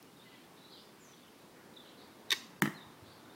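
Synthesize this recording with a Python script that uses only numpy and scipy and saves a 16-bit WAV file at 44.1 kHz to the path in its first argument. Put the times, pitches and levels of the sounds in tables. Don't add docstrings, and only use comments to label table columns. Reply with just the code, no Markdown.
import sys
import numpy as np
from scipy import signal
from scipy.io import wavfile
from scipy.ndimage import uniform_filter1d

SR = 44100
rng = np.random.default_rng(int(sys.argv[2]) if len(sys.argv) > 2 else 0)


def persist_wave(psi):
    counts = np.round(np.clip(psi, -1, 1) * 32767).astype(np.int16)
    wavfile.write(sys.argv[1], SR, np.atleast_2d(counts).T)


def voltage_ratio(level):
    return 10 ** (np.asarray(level, float) / 20)


N = 147735
T = np.arange(N) / SR


def set_rms(x, db):
    return x * voltage_ratio(db) / np.sqrt(np.mean(x ** 2))


def butter(x, order, hz, kind):
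    return signal.sosfilt(signal.butter(order, hz, kind, fs=SR, output="sos"), x)


def band(x, hz, order=2):
    return butter(x, order, [hz / np.sqrt(2), min(hz * np.sqrt(2), SR / 2.2)], "band")


def highs(x, hz):
    return butter(x, 2, hz, "high")


def conv(x, response):
    return signal.fftconvolve(x, response)[:N]


def ring(modes, damp=1, sign=-1):
    t = T[:SR // 2]
    out = 0
    for k, (hz, db, t60) in enumerate(modes):
        decay = voltage_ratio(-60 * t / t60 / damp) / damp ** .5
        out = out + sign ** k * voltage_ratio(db) * np.sin(2 * np.pi * hz * t) * decay
    return out


def burst(s, ms, count=400):
    out, k = np.zeros(N), int(s * SR)
    force = np.sin(np.pi * np.clip((T[k:k + count] - s) / ms * 1000, 0, 1)) ** .5
    grit = force * rng.standard_normal(count)
    out[k:k + count] = grit / np.sqrt(np.sum(grit ** 2))
    return out


def clicks(rows):
    out = np.zeros(N)
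    out[[int(r[0] * SR) for r in rows]] = [voltage_ratio(r[1]) for r in rows]
    return out


def walk(rate):
    k = int(SR / rate)
    steps = np.repeat(rng.standard_normal(N // k + 1), k)
    return 1.25 * uniform_filter1d(uniform_filter1d(steps, k), k)[:N]


def blur(x, t60):
    t = T[:SR // 2]
    tail = rng.standard_normal(len(t)) * voltage_ratio(-60 * t / t60)
    return conv(x, tail / np.sqrt(np.sum(tail ** 2)))


# pitch_hz [Hz], t60_s [s]
YARD_DECAY = [(150, 0.55), (600, 0.87), (2000, 0.41), (5000, 0.46), (12000, 0.32)]


def yard(x, wet_db, echoes):
    t, table = T[:SR * 2 // 3], np.array(YARD_DECAY)
    tail = 0
    for hz in 100 * 2. ** np.arange(8):
        t60 = np.interp(np.log(hz), np.log(table[:, 0]), table[:, 1])
        tail = tail + band(rng.standard_normal(len(t)), hz) * voltage_ratio(-60 * t / t60)
    tail = tail * np.clip(t / 0.0018, 0, 1)
    tail = voltage_ratio(wet_db) * tail / np.sqrt(np.sum(tail ** 2))
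    walls = sum(voltage_ratio(db) * burst(s, 3.5) for s, db in echoes)
    walls = butter(walls, 2, 4970, "low")
    return conv(x, tail + walls[:len(t)])


# pitch_hz [Hz], level_db [dB per Hz]
TRAFFIC_SPECTRUM = [(15, -44), (25, 5), (48, -10), (277, -0.5), (515, -5.5), (655, -11), (832, -16.5),
                    (958, -7.5), (3000, -20.5), (3900, -51), (6600, -120)]
# start_s [s], level_db [dB]
TRAFFIC_SWELL = [(0, 1.6), (.5, 1.5), (1.3, 1), (1.6, 2), (2.0, 3), (2.5, 3), (3.0, 3), (3.35, 3)]


def town():
    table, out = np.array(TRAFFIC_SPECTRUM), 0
    for hz in 30 * 2 ** np.arange(0, 7, .5):
        db = np.interp(np.log(hz), np.log(table[:, 0]), table[:, 1])
        db = db + 1.1 * walk(2.68) + 1.25 * walk(14)
        noise = band(band(rng.standard_normal(N), hz * 1.012), hz / 1.206)
        out = out + voltage_ratio(db) * noise
    return set_rms(out, -59.5) * voltage_ratio(np.interp(T, *np.array(TRAFFIC_SWELL).T))


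def tick():
    modes = [(5060, -2.5, 0.0045), (10000, -5, .002), (14000, 1, .002)]  # Hz, dB, t60 s
    return 4 * voltage_ratio(-54.5) * conv(burst(0.0266, 2.5), ring(modes))


def add_glide(out, s, length, from_hz, to_hz, db):
    k = int(s * SR)
    u = np.arange(min(int(length * SR), N - k)) / (length * SR)
    phase = 2 * np.pi * np.cumsum(from_hz + (to_hz - from_hz) * u) / SR
    out[k:k + len(u)] += voltage_ratio(db) * np.sqrt(2) * np.sin(np.pi * u) * np.sin(phase)


# start_s [s], length_s [s], from_hz [Hz], to_hz [Hz], level_db [dB]
BIRD_NOTES = [(0.164, 0.016, 3690, 3810, -62), (.06, 0.038, 2850, 2900, -70),
              (0.192, 0.02, 3650, 3450, -63), (0.213, .022, 3850, 3550, -60.5),
              (.262, .018, 2940, 2900, -65), (0.319, 0.011, 3000, 2800, -65), (.435, .016, 3450, 3500, -65),
              (2.555, .022, 2690, 2600, -66), (0.25, 0.043, 2076, 1990, -63),
              (0.314, 0.062, 2017, 1980, -66), (0.72, .02, 4700, 3530, -58),
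              (0.753, 0.0194, 4270, 3450, -60), (0.345, 0.022, 3280, 3410, -64),
              (1.125, 0.028, 3510, 3290, -64.5), (1.173, 0.015, 3850, 3620, -66),
              (1.228, .012, 3790, 3300, -61.5), (1.275, 0.014, 3220, 2900, -65),
              (1.737, 0.0083, 3370, 4380, -61), (1.763, 0.017, 4115, 3275, -49.5),
              (1.795, 0.019, 3595, 3450, -54), (1.889, 0.024, 3210, 3480, -66),
              (2.288, 0.013, 4180, 3540, -58), (2.737, 0.041, 4080, 4320, -60),
              (2.766, 0.023, 4190, 3580, -54), (2.802, 0.024, 3486, 3950, -56),
              (2.814, 0.024, 3940, 3420, -57), (3.246, 0.011, 3980, 3470, -61.5),
              (3.295, 0.014, 3800, 3520, -61)]
# start_s [s], length_s [s], from_hz [Hz], to_hz [Hz], level_db [dB]
FAR_WHISTLES = [
    (.59, .12, 3780, 4230, -65),
    (.985, .055, 7700, 6400, -63),
    (1.03, .05, 6700, 5600, -63),
    (1.07, .06, 6300, 5600, -67),
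    (2.576, .04, 4510, 4610, -66),
]
# start_s [s], length_s [s], centre_hz [Hz], spread_hz [Hz], level_db [dB]
TWITTERING = [(0.168, 0.11, 3794, 820, -66), (0.293, 0.096, 3567, 1150, -66), (0.547, 0.16, 3914, 506, -65),
              (0.691, 0.11, 4113, 1000, -58), (1.067, 0.2, 3840, 913, -67.5), (1.343, 0.15, 3950, 450, -72),
              (1.792, 0.099, 3700, 710, -63.5), (1.964, 0.066, 4215, 693, -62.5),
              (2.099, .19, 3830, 596, -70.5), (2.837, 0.082, 3800, 404, -72), (3.03, 0.081, 4026, 740, -63),
              (3.146, 0.18, 3804, 490, -70)]


def birds(count=40):
    near, far = np.zeros(N), np.zeros(N)
    for note in BIRD_NOTES:
        add_glide(near, *note)
    for whistle in FAR_WHISTLES:
        add_glide(far, *whistle)
    tweet_s, tweet_fall = 0.0136, 0.208
    for s, length, hz, spread, db in TWITTERING:
        for when, where, slope, size in rng.random((count, 4)):
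            scatter = (2 * where - 1) * (0.737 + .5 * when)
            mid = hz + spread * scatter - 0.19 * spread * when
            fall = tweet_fall * (2 * slope - .5)
            start, end = mid * (1 + fall / 2), mid * (1 - fall / 2)
            add_glide(far, s + when * length, tweet_s, start, end, db - 6.5 + 4 * size)
    near_t60_s, near_wet_db, far_t60_s, far_dry_db = 0.38, -6, .42, -11
    near = near + voltage_ratio(near_wet_db) * blur(near, near_t60_s)
    return near + voltage_ratio(far_dry_db) * far + blur(far, far_t60_s)


# start_s [s], length_s [s], pitch_hz [Hz], level_db [dB]
PASSING_CAR = (1.53, .3, 1600, -62.5)


def car():
    s, length, hz, db = PASSING_CAR
    u = np.clip((T - s) / length, 0, 9)
    tyres = butter(rng.standard_normal(N), 2, [hz * 0.74, hz * 1.27], "band")
    return set_rms(tyres, db) * np.minimum(u * 8, 1) * np.exp(-2 * u)


# [dB, bow-wood share]
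SHAFT_KNOCKS = [(2.3021, -41, 3.3, 1), (2.3032, -44, 2.2, 1), (2.3059, -20, .6, -16),
                (2.30645, -23, .8, -22), (2.30725, -20.5, 1.1, -13), (2.3078, -21, 0.36, -10),
                (2.3116, -33, 2.7, 5), (2.3177, -17, .6, -8), (2.3185, -18.5, 0.4, -11),
                (2.3193, -23.5, 0.44, 4.5), (2.3209, -25.5, .6, 4), (2.3233, -19, 0.45, -12),
                (2.3246, -24, .6, -5), (2.3254, -17, .8, -3.5), (2.3265, -17, 0.69, -11),
                (2.3284, -21, 0.61, -0.5), (2.3295, -25, 1.2, -10), (2.3322, -28, 1.5, -0.5),
                (2.334, -27, 1.2, 2)]
# pitch_hz [Hz], level_db [dB], t60_s [s]
SHAFT_MODES = [(3690, 5, 0.0064), (4320, -1.5, 0.007), (5500, -8, 0.0087), (5940, -18, 0.008),
               (8200, -12, 0.004), (11600, -13, 0.0038)]
# pitch_hz [Hz], level_db [dB], t60_s [s]
BOW_MODES = [(300, -22.5, 0.065), (427, -16.5, 0.033), (866, -22, 0.057), (1135, -16.5, 0.035),
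             (1510, -14, 0.05), (1870, -2, 0.024), (2240, -5.5, 0.039), (2590, -9.5, 0.01),
             (3100, -10.5, 0.03)]
# delay_s [s], level_db [dB]
RELEASE_ECHOES = [(.035, -42), (0.068, -37), (.085, -41), (.118, -30)]


def release():
    strikes = [voltage_ratio(db) * burst(s, ms) for s, db, ms, _ in SHAFT_KNOCKS]
    grit = sum(strikes)
    wood = sum(0.52 * voltage_ratio(row[3]) * strike for row, strike in zip(SHAFT_KNOCKS, strikes))
    sharp = clicks(SHAFT_KNOCKS)
    blunt = clicks([(s, db + wood_db) for s, db, _, wood_db in SHAFT_KNOCKS])

    def bodies(bow_force, scrape, damp):
        shaft = highs(conv(sharp, ring(SHAFT_MODES, damp, sign=0.99)), 3080)
        bow = highs(conv(bow_force, ring(BOW_MODES, damp)), 220)
        return shaft + 0.94 * bow + band(scrape, 9600)

    near = bodies(wood + blunt, grit, 1)
    far = bodies(blunt, sharp, 0.19)
    return 0.55 * (near + yard(far, -13.5, RELEASE_ECHOES))


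# start_s [s], length_ms [ms], level_db [dB re the
CRACKLE = [
    (2.6162, 4.5, -21),
    (2.6208, 2.2, -1),
    (2.6232, 2.0, -7),
]
# start_s [s], level_db [dB], contact_ms [ms]
POINT_DIG = [
    (2.6205, -15.5, 0.85),
    (2.62155, -11, .25),
    (2.62212, -15, .25),
    (2.6238, -22, .4),
]
# pitch_hz [Hz], level_db [dB], t60_s [s]
BOARD_MODES = [(955, -7, 0.012), (1570, -2, 0.0052), (1770, -4, 0.0042), (2020, -4.5, 0.0089),
               (2860, -12, 0.027)]
# pitch_hz [Hz], level_db [dB], t60_s [s]
DRUM_MODES = [(160, -4.5, 0.2), (209.6, 0, 0.079), (276, 3, 0.041), (321, -1, 0.077), (359, -0.5, 0.087)]
# delay_s [s], level_db [dB]
CLACK_ECHOES = [(.015, -16), (.0205, -21), (.026, -20), (.031, -27), (.0345, -8.5), (.041, -14),
                (.054, -14)]
# delay_s [s], level_db [dB]
BOOM_REPEATS = [(.0056, 0.5), (0.0119, -5.5), (0.0156, -3), (.0195, -9), (.034, -6), (.0525, -4)]
# start_s [s], level_db [dB]
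ROPE_BUMPS = [
    (2.861, -46),
    (3.021, -43.5),
    (3.074, -44.5),
]


def hit():
    hit_s, crack_db, crack_hz = 2.6203, -6.5, 4900
    dig = 0
    for s, db, ms in POINT_DIG:
        dig = dig - uniform_filter1d(clicks([(s, db)]), max(int(ms * SR / 2000), 1))
    crackle = sum(voltage_ratio(db) * burst(s, ms) for s, ms, db in CRACKLE)
    crack = voltage_ratio(crack_db) * highs(crackle, crack_hz)
    clack = highs(highs(conv(dig, ring(BOARD_MODES, sign=0.79)), 720), 720)
    far = 1.09 * band(conv(clicks(POINT_DIG), ring(BOARD_MODES, 0.16, sign=0.64)), 1830, order=1)
    far = far + highs(clicks([(hit_s, crack_db)]), crack_hz)
    drum_lag_s, push_ms = 0.0001, 2.3
    push = np.sin(np.pi * np.clip((T - hit_s - drum_lag_s) / push_ms * 1000, 0, 1)) ** 2
    boom = conv(push / push.sum(), ring(DRUM_MODES, sign=0.92))
    boom = voltage_ratio(-25.5) * band(boom, 242, order=1)
    boom_back = sum(voltage_ratio(db) * np.roll(boom, int(s * SR)) for s, db in BOOM_REPEATS)
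    boom_tail = yard(boom, -12, [(.09, -32)])
    bumps = sum(voltage_ratio(db) * burst(s, 4.9) for s, db in ROPE_BUMPS)
    bumps = conv(bumps, ring([(98, 0, 0.072)]))
    return clack + crack + yard(far, -8, CLACK_ECHOES) + boom + boom_back + boom_tail + bumps


def scene():
    return (town() + tick() + birds() + car() + release() + hit())[None]


def low_pass(x):
    return signal.sosfilt(signal.butter(12, 16670, fs=SR, output="sos"), x)


# pitch_hz [Hz], level_db [dB]
MIC_HISS = [(1000, -24), (2000, 1.1), (4000, 3.5), (8000, -2.5), (14000, -3.5)]
# start_s [s], length_ms [ms], low_hz [Hz], high_hz [Hz]
DROPOUTS = [
    (2.296, 16, 14200, 17000),
    (2.3105, 5, 7300, 9000),
    (2.333, 7, 7300, 10500),
    (2.334, 9, 14300, 17000),
    (2.604, 11.5, 1050, 4300),
    (2.604, 11.5, 4900, 17000),
]


def record(dry):
    hiss = sum(voltage_ratio(db) * band(rng.standard_normal(N), hz) for hz, db in MIC_HISS)
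    x = highs(dry, 117) + set_rms(hiss, -66)
    x = signal.sosfilt(signal.ellip(8, .2, 45, 15800, fs=SR, output="sos"), x)
    for s, ms, lo_hz, hi_hz in DROPOUTS:
        inside = np.abs(T - s - ms / 2000) < ms / 2000
        gap = uniform_filter1d(1. * inside, size=80)
        lost_band = signal.butter(5, [lo_hz, hi_hz], "band", fs=SR, output="sos")
        x = x - gap * signal.sosfiltfilt(lost_band, x)
    return low_pass(x)


dry = scene()
out = record(dry)
persist_wave(out)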